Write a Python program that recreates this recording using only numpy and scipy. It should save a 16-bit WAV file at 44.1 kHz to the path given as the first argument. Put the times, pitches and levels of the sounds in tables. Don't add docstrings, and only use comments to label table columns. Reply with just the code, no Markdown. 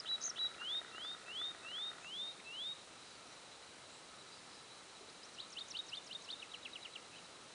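import sys
import numpy as np
from scipy import signal
from scipy.fft import rfft, irfft, next_fast_len
from scipy.io import wavfile
from scipy.ndimage import map_coordinates

SR = 44100
rng = np.random.default_rng(int(sys.argv[2]) if len(sys.argv) > 2 else 0)


def digitize_waveform(pressure):
    field = np.atleast_2d(pressure).T
    bounded = np.clip(field, -1, 1)
    quanta = np.round(bounded * 32767).astype(np.int16)
    wavfile.write(sys.argv[1], SR, quanta)


N = 332509

# start in seconds, length in seconds, pitch in Hz, peak level in dB.
HELD_NOTES = [(0.0895, 0.073, 3927, -33.5), (0.393, 0.084, 3904, -33.5)]
# time from the note's start in seconds, pitch in Hz, level relative to the note in dB.
LEAD_SCOOP = [(-.031, 2620, -23), (-.022, 2850, -18), (-.008, 3120, -11.5)]
SLIDE = [(-.035, 2840, -17), (-.021, 3600, -12), (-.008, 4150, -16)]

def held_notes():
    swell_s, swell_db = .047, 4.2
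    release_s, release_db, sag_hz = .024, 8, 90
    song = np.zeros(N)
    for start, length, hz, db in HELD_NOTES:
        t = np.arange(0, length, .001)
        swell = ramp(t / swell_s)
        release = ramp(1 - (length - t) / release_s)
        level = db - swell_db * (1 - swell) - release_db * release ** 2
        hold = np.transpose([start + t, hz - sag_hz * release, level])
        add(song, *pure(np.vstack([placed(LEAD_SCOOP, start, db), hold])))
        add(song, *raspy(placed(SLIDE, start, db)))
    return song


# start in seconds, length in seconds, lower and upper pitch limits in Hz,
# fraction of the length at which the rise is steepest, crest level in dB.
WHISTLES = [(0.585, 0.225, 2678, 3777, 0.45, -36.7), (0.92, 0.233, 2629, 3725, 0.4, -42.6),
            (1.26, 0.26, 2486, 3727, 0.36, -39.8), (1.63, 0.285, 2539, 3758, 0.4, -39.8),
            (2.025, 0.3, 2448, 3743, 0.33, -40.8), (2.445, 0.297, 2567, 3836, 0.49, -40.3)]

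def whistles():
    rise_share, crest_lag = .144, .31
    break_hz, break_width_hz, sag_hz, break_db = 3140, 80, 50, 3
    swell_db, ease_db, drift_hz, drift_db = 6.5, 6, 10, .7
    attack_s, release_s, edge_db = .031, .018, 11
    song = np.zeros(N)
    for start, length, low_hz, high_hz, steepest, db in WHISTLES:
        t = np.arange(int(length * SR)) / SR
        progress = t / length
        sweep = low_hz + (high_hz - low_hz) / (1 + np.exp((steepest - progress) / rise_share))
        past_break = (sweep - break_hz) / break_width_hz
        pitch = sweep - sag_hz * np.exp(-past_break ** 2) + drift_hz * wobble(50, len(t))
        crest = steepest + crest_lag
        swell = swell_db * ramp(1 - progress / crest) + break_db * ramp(-past_break)
        ease = ease_db * ramp((progress - crest) / (1 - crest)) ** 2
        edges = edge_db * (ramp(1 - t / attack_s) + ramp(1 - (length - t) / release_s) ** 2)
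        level = db - swell - ease - edges + drift_db * wobble(44.7, len(t))
        add(song, *pure(np.transpose([start + t, pitch, level])))
    return song


# start in seconds, first and last pitch in Hz, length in seconds, level in dB.
PIPS = [(.2095, 4900, 5530, 0.0034, -45), (.2148, 6070, 6500, .004, -40), (.2205, 4800, 5500, .004, -46)]
# time in seconds, pitch in Hz, level in dB.
BUZZ_VOICES = [
    [(0, 5380, -37.5), (.007, 5000, -42), (.012, 4950, -51.5)],
    [(.228, 4250, -50.5), (.235, 5400, -46.5), (.239, 6050, -35.5), (.247, 6500, -39.5),
     (.254, 5950, -35.5), (.260, 6050, -38.5), (.265, 6600, -38.5), (.271, 6150, -40), (.281, 5830, -38),
     (.285, 6450, -51), (.297, 5820, -40), (.309, 5100, -41)],
    [(.224, 5950, -41.5), (.228, 6240, -37.5), (.233, 6900, -60), (.256, 6750, -45.5), (.302, 6250, -54)],
]

def buzz():
    song = np.zeros(N)
    for row in PIPS:
        add(song, *pure(glide(*row)))
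    for contour in BUZZ_VOICES:
        add(song, *syrinx(contour, waver=.022, shimmer_db=2.5, rate=540))
    return song


# start in seconds, first and last pitch in Hz, length in seconds, level in dB.
TWITTERS = [(5.087, 3700, 5000, .016, -56), (5.23, 4900, 5640, .03, -55.5),
            (7.13, 2550, 3080, 0.066, -57.5)]

def twitters():
    song = np.zeros(N)
    for row in TWITTERS:
        add(song, *syrinx(glide(*row), waver=.06, shimmer_db=2.5, rate=300))
    return song


# time from the syllable's centre in seconds, nominal pitch in Hz, relative level in dB.
HOOK = [(-.085, 5800, -10), (-.080, 6500, -7), (-.072, 7400, -28), (-.063, 6600, -9), (-.059, 5850, -3),
        (-.049, 5050, -3), (-.043, 3600, -9)]
SCOOP = [(-.031, 2620, -14), (-.020, 2720, -9), (-.014, 2870, .5), (-.006, 3120, -1), (-.001, 3220, -12),
         (.014, 3200, -15)]
FLICK = [(-.004, 3320, -11), (.002, 3700, 0), (.007, 4150, -6), (.013, 4700, -7), (.018, 3100, -12)]
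TAIL = [(.020, 3100, -13), (.024, 3720, 0), (.035, 3700, -.5), (.041, 3690, -6)]
# centre in seconds, gains of hook, scoop, flick and tail in dB, tail pitch ratio.
SYLLABLES = [(5.401, -56, -47, -40.5, -50.5, 1.02), (5.586, -47.5, -41.5, -40.5, -41.5, 0.995),
             (5.767, -43.5, -40, -37.5, -36.5, 1.012), (5.948, -47.5, -39, -41.5, -41.5, 0.97),
             (6.127, -50, -44, -42.5, -40.5, .995), (6.304, -49, -45.5, -39, -41.5, 0.99)]

def hooked_syllables():
    song = np.zeros(N)
    for centre, hook_db, scoop_db, flick_db, tail_db, ratio in SYLLABLES:
        add(song, *raspy(placed(HOOK, centre, hook_db)))
        add(song, *pure(placed(SCOOP, centre, scoop_db)))
        add(song, *raspy(placed(FLICK, centre, flick_db)))
        add(song, *pure(placed(TAIL, centre, tail_db, ratio)))
    return song


# time from its accent in seconds, nominal pitch in Hz, relative level in dB.
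CHIP_SHAPE = [(-.011, 3700, -15), (-.006, 3250, -8), (-.003, 3050, -1), (.001, 2870, 1.5), (.005, 2670, -3),
              (.009, 2480, -13), (.028, 1850, -18)]
# accent time in seconds, gain in dB, pitch ratio,
# then the grace note's lead in seconds, pitch in Hz and gain in dB.
CHIPS = [(6.428, -44, 0.96, .028, 3780, -48), (6.546, -42.5, 0.99, .026, 3850, -48.5),
         (6.659, -41.5, .99, 0.026, 3850, -49.5), (6.762, -43, 0.99, 0.025, 3850, -45),
         (6.856, -42, 1.01, .024, 3920, -46.5), (6.961, -42.5, 1.01, 0.022, 3980, -49)]

def chips():
    song = np.zeros(N)
    for accent, db, ratio, lead, grace_hz, grace_db in CHIPS:
        grace = [(-.005, grace_hz, -4), (0, grace_hz, 1), (.006, .97 * grace_hz, -6)]
        add(song, *pure(placed(grace, accent - lead, grace_db)))
        add(song, *raspy(placed(CHIP_SHAPE, accent, db, ratio)))
    return song


def syrinx(contour, waver, shimmer_db, rate):
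    times, hz, db = np.transpose(contour)
    times = np.sort(times)
    t = times[0] + np.arange(max(int((times[-1] - times[0]) * SR), 8)) / SR
    pitch = np.interp(t, times, hz) * (1 + waver * wobble(rate, len(t)))
    level = amp(np.interp(t, times, db) + shimmer_db * wobble(rate, len(t)))
    from_edge = np.minimum(t - t[0], t[-1] - t)
    gate = np.sin(np.pi / 2 * ramp(from_edge / .0012)) ** 2
    return times[0], gate * level * np.sin(2 * np.pi * np.cumsum(pitch) / SR)


def pure(contour):
    return syrinx(contour, waver=.0028, shimmer_db=.55, rate=200)


def raspy(contour):
    return syrinx(contour, waver=.021, shimmer_db=2.1, rate=450)


def trunk_echo(x, delay_s):
    return filtered(x, lambda f: np.exp(-2j * np.pi * f * delay_s))


def trees(x, t60_s):
    t = np.arange(SR) / SR
    build_up = 1 - np.exp(-t / .014)
    tail = rng.standard_normal(SR) * amp(-60 * t / t60_s) * build_up
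    return signal.fftconvolve(x, tail / np.linalg.norm(tail))[:N]


# start in seconds, first and last pitch in Hz, length in seconds,
# level before scattering in dB.
FAR_CALLS = [(1.005, 4870, 4600, .1, -62), (1.98, 7100, 6400, .07, -64), (3.038, 5080, 4470, 0.12, -63.5),
             (3.243, 5900, 5620, .07, -64.5), (3.88, 7000, 8100, .08, -64.5), (4.296, 4750, 5000, .09, -62),
             (4.473, 4780, 5080, 0.074, -62)]

def far_birds():
    calls = np.zeros(N)
    for row in FAR_CALLS:
        add(calls, *syrinx(glide(*row), waver=.04, shimmer_db=2, rate=200))
    return trees(calls, t60_s=.2)


# frequency in Hz, relative level in dB.
BARREL_MODES = [(370, -10.5), (690, -9), (1310, -2), (1440, -4), (1680, -8.5), (1920, -4)]

def barrel_tick(db):
    t = np.arange(SR // 40) / SR
    rise_s = .0021
    ring = sum(amp(level + rng.normal(0, 1)) * np.sin(2 * np.pi * (hz * t + rng.random()))
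               for hz, level in BARREL_MODES)
    return amp(db) * ring * t / rise_s * np.exp(1 - t / rise_s)


# time in seconds, tick gain in dB.
MOTOR_CATCHES = [(.046, -48.5), (.114, -47), (.28, -48), (.382, -47.5), (.449, -47.5), (.748, -48),
                 (.814, -45.5), (.979, -44), (1.046, -47), (1.149, -47.5), (1.281, -47), (1.413, -44),
                 (1.547, -48), (1.915, -49)]

def zoom_motor():
    first_s, end_s, steps_per_s = .0125, 2.07, 59.94
    strong_db, weak_db, scatter_db = -53.5, -60.5, 3.5
    times = np.arange(first_s, end_s, 1 / steps_per_s)
    levels = np.resize([strong_db, weak_db], len(times)) + scatter_db * rng.standard_normal(len(times))
    for time, db in MOTOR_CATCHES:
        levels[np.argmin(abs(times - time))] = db
    ticks = np.zeros(N)
    for time, db in zip(times, levels):
        add(ticks, time, barrel_tick(db))
    running = ramp((end_s - clock()) / .02)
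    gears = sum(amp(level) * band(hz, 190) for hz, level in BARREL_MODES)
    return ticks + amp(-68) * running * gears


# centre time in seconds, frequency in Hz,
# nominal bandwidth in Hz, envelope standard deviation in seconds, rms level at the crest in dB.
KNOCKS = [(.547, 2450, 600, .003, -52), (.622, 1360, 200, .011, -48.5), (2.047, 1900, 1200, .002, -51),
          (2.402, 2250, 400, .003, -57), (5.02, 420, 130, .014, -60), (5.085, 420, 200, .008, -57.5),
          (7.18, 140, 30, .1, -72)]

def knocks():
    return sum(amp(db) * np.exp(-.5 * ((clock() - centre) / spread) ** 2) * band(hz, width)
               for centre, hz, width, spread, db in KNOCKS)


# frequency in Hz, relative spectral density in dB.
AIR_SPECTRUM = [(20, -21.5), (60, -12), (140, -4.5), (480, -1.5), (900, -3), (1300, -4), (1700, -6.5),
                (3400, -7), (4200, -6), (4700, -9), (10000, -13.5)]

def air():
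    hz, db = np.transpose(AIR_SPECTRUM)
    rush = filtered(rng.standard_normal(N), lambda f: amp(np.interp(np.log(f + 1), np.log(hz), db)))
    return amp(-56) * unit(rush)


# frequency in Hz, nominal bandwidth in Hz, rms level in dB,
# flutter depth in dB, flutter rate in knots per second.
WHIRR_BANDS = [(1290, 130, -70.5, 5.5, 25), (3950, 140, -66.5, 6.5, 50)]

def camera_whirr():
    return sum(band(hz, width) * amp(db) * unit(amp(flutter_db * np.tanh(wobble(rate, N))))
               for hz, width, db, flutter_db, rate in WHIRR_BANDS)


def glide(start, first_hz, last_hz, length, db):
    return [(start, first_hz, db), (start + length, last_hz, db)]


def placed(shape, time, db, ratio=1):
    return np.array(shape) * [1, ratio, 1] + [time, 0, db]


def add(track, time, sound):
    start = max(round(time * SR), 0)
    track[start:start + len(sound)] += sound[:max(N - start, 0)]


def resonance(f, hz, width):
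    return 1j * f * width / (hz * hz - f * f + 1j * f * width)


def band(hz, width):
    return unit(filtered(rng.standard_normal(N), lambda f: resonance(f, hz, 1.7 * width) ** 2))


def filtered(x, response):
    size = next_fast_len(N + SR // 2)
    return irfft(rfft(x, size) * response(np.fft.rfftfreq(size, 1 / SR)), size)[:N]


def wobble(rate, size):
    knots = rng.standard_normal(int(size * rate / SR) + 4)
    return map_coordinates(knots, [np.arange(size) * rate / SR], mode="mirror")


def amp(db):
    return 10 ** (np.asarray(db) / 20)


def unit(x):
    return x / np.sqrt(np.mean(x ** 2) + 1e-20)


def ramp(x):
    return np.clip(x, 0, 1)


def clock():
    return np.arange(N) / SR


def scene():
    bird = held_notes() + whistles() + buzz() + twitters() + hooked_syllables() + chips()
    trunk = amp(-21) * trunk_echo(bird, delay_s=.017)
    dulled = filtered(bird, lambda f: 1 / (1 + (f / 5000) ** 6))
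    wood = amp(-15.5) * trees(dulled, t60_s=.53)
    mono = bird + trunk + wood + far_birds() + zoom_motor() + knocks() + air() + camera_whirr()
    return np.array([mono, mono])


def record(dry):
    cutoff_hz = 10100
    return np.array([filtered(channel, lambda f: f < cutoff_hz) for channel in dry])


dry = scene()
out = record(dry)
digitize_waveform(out)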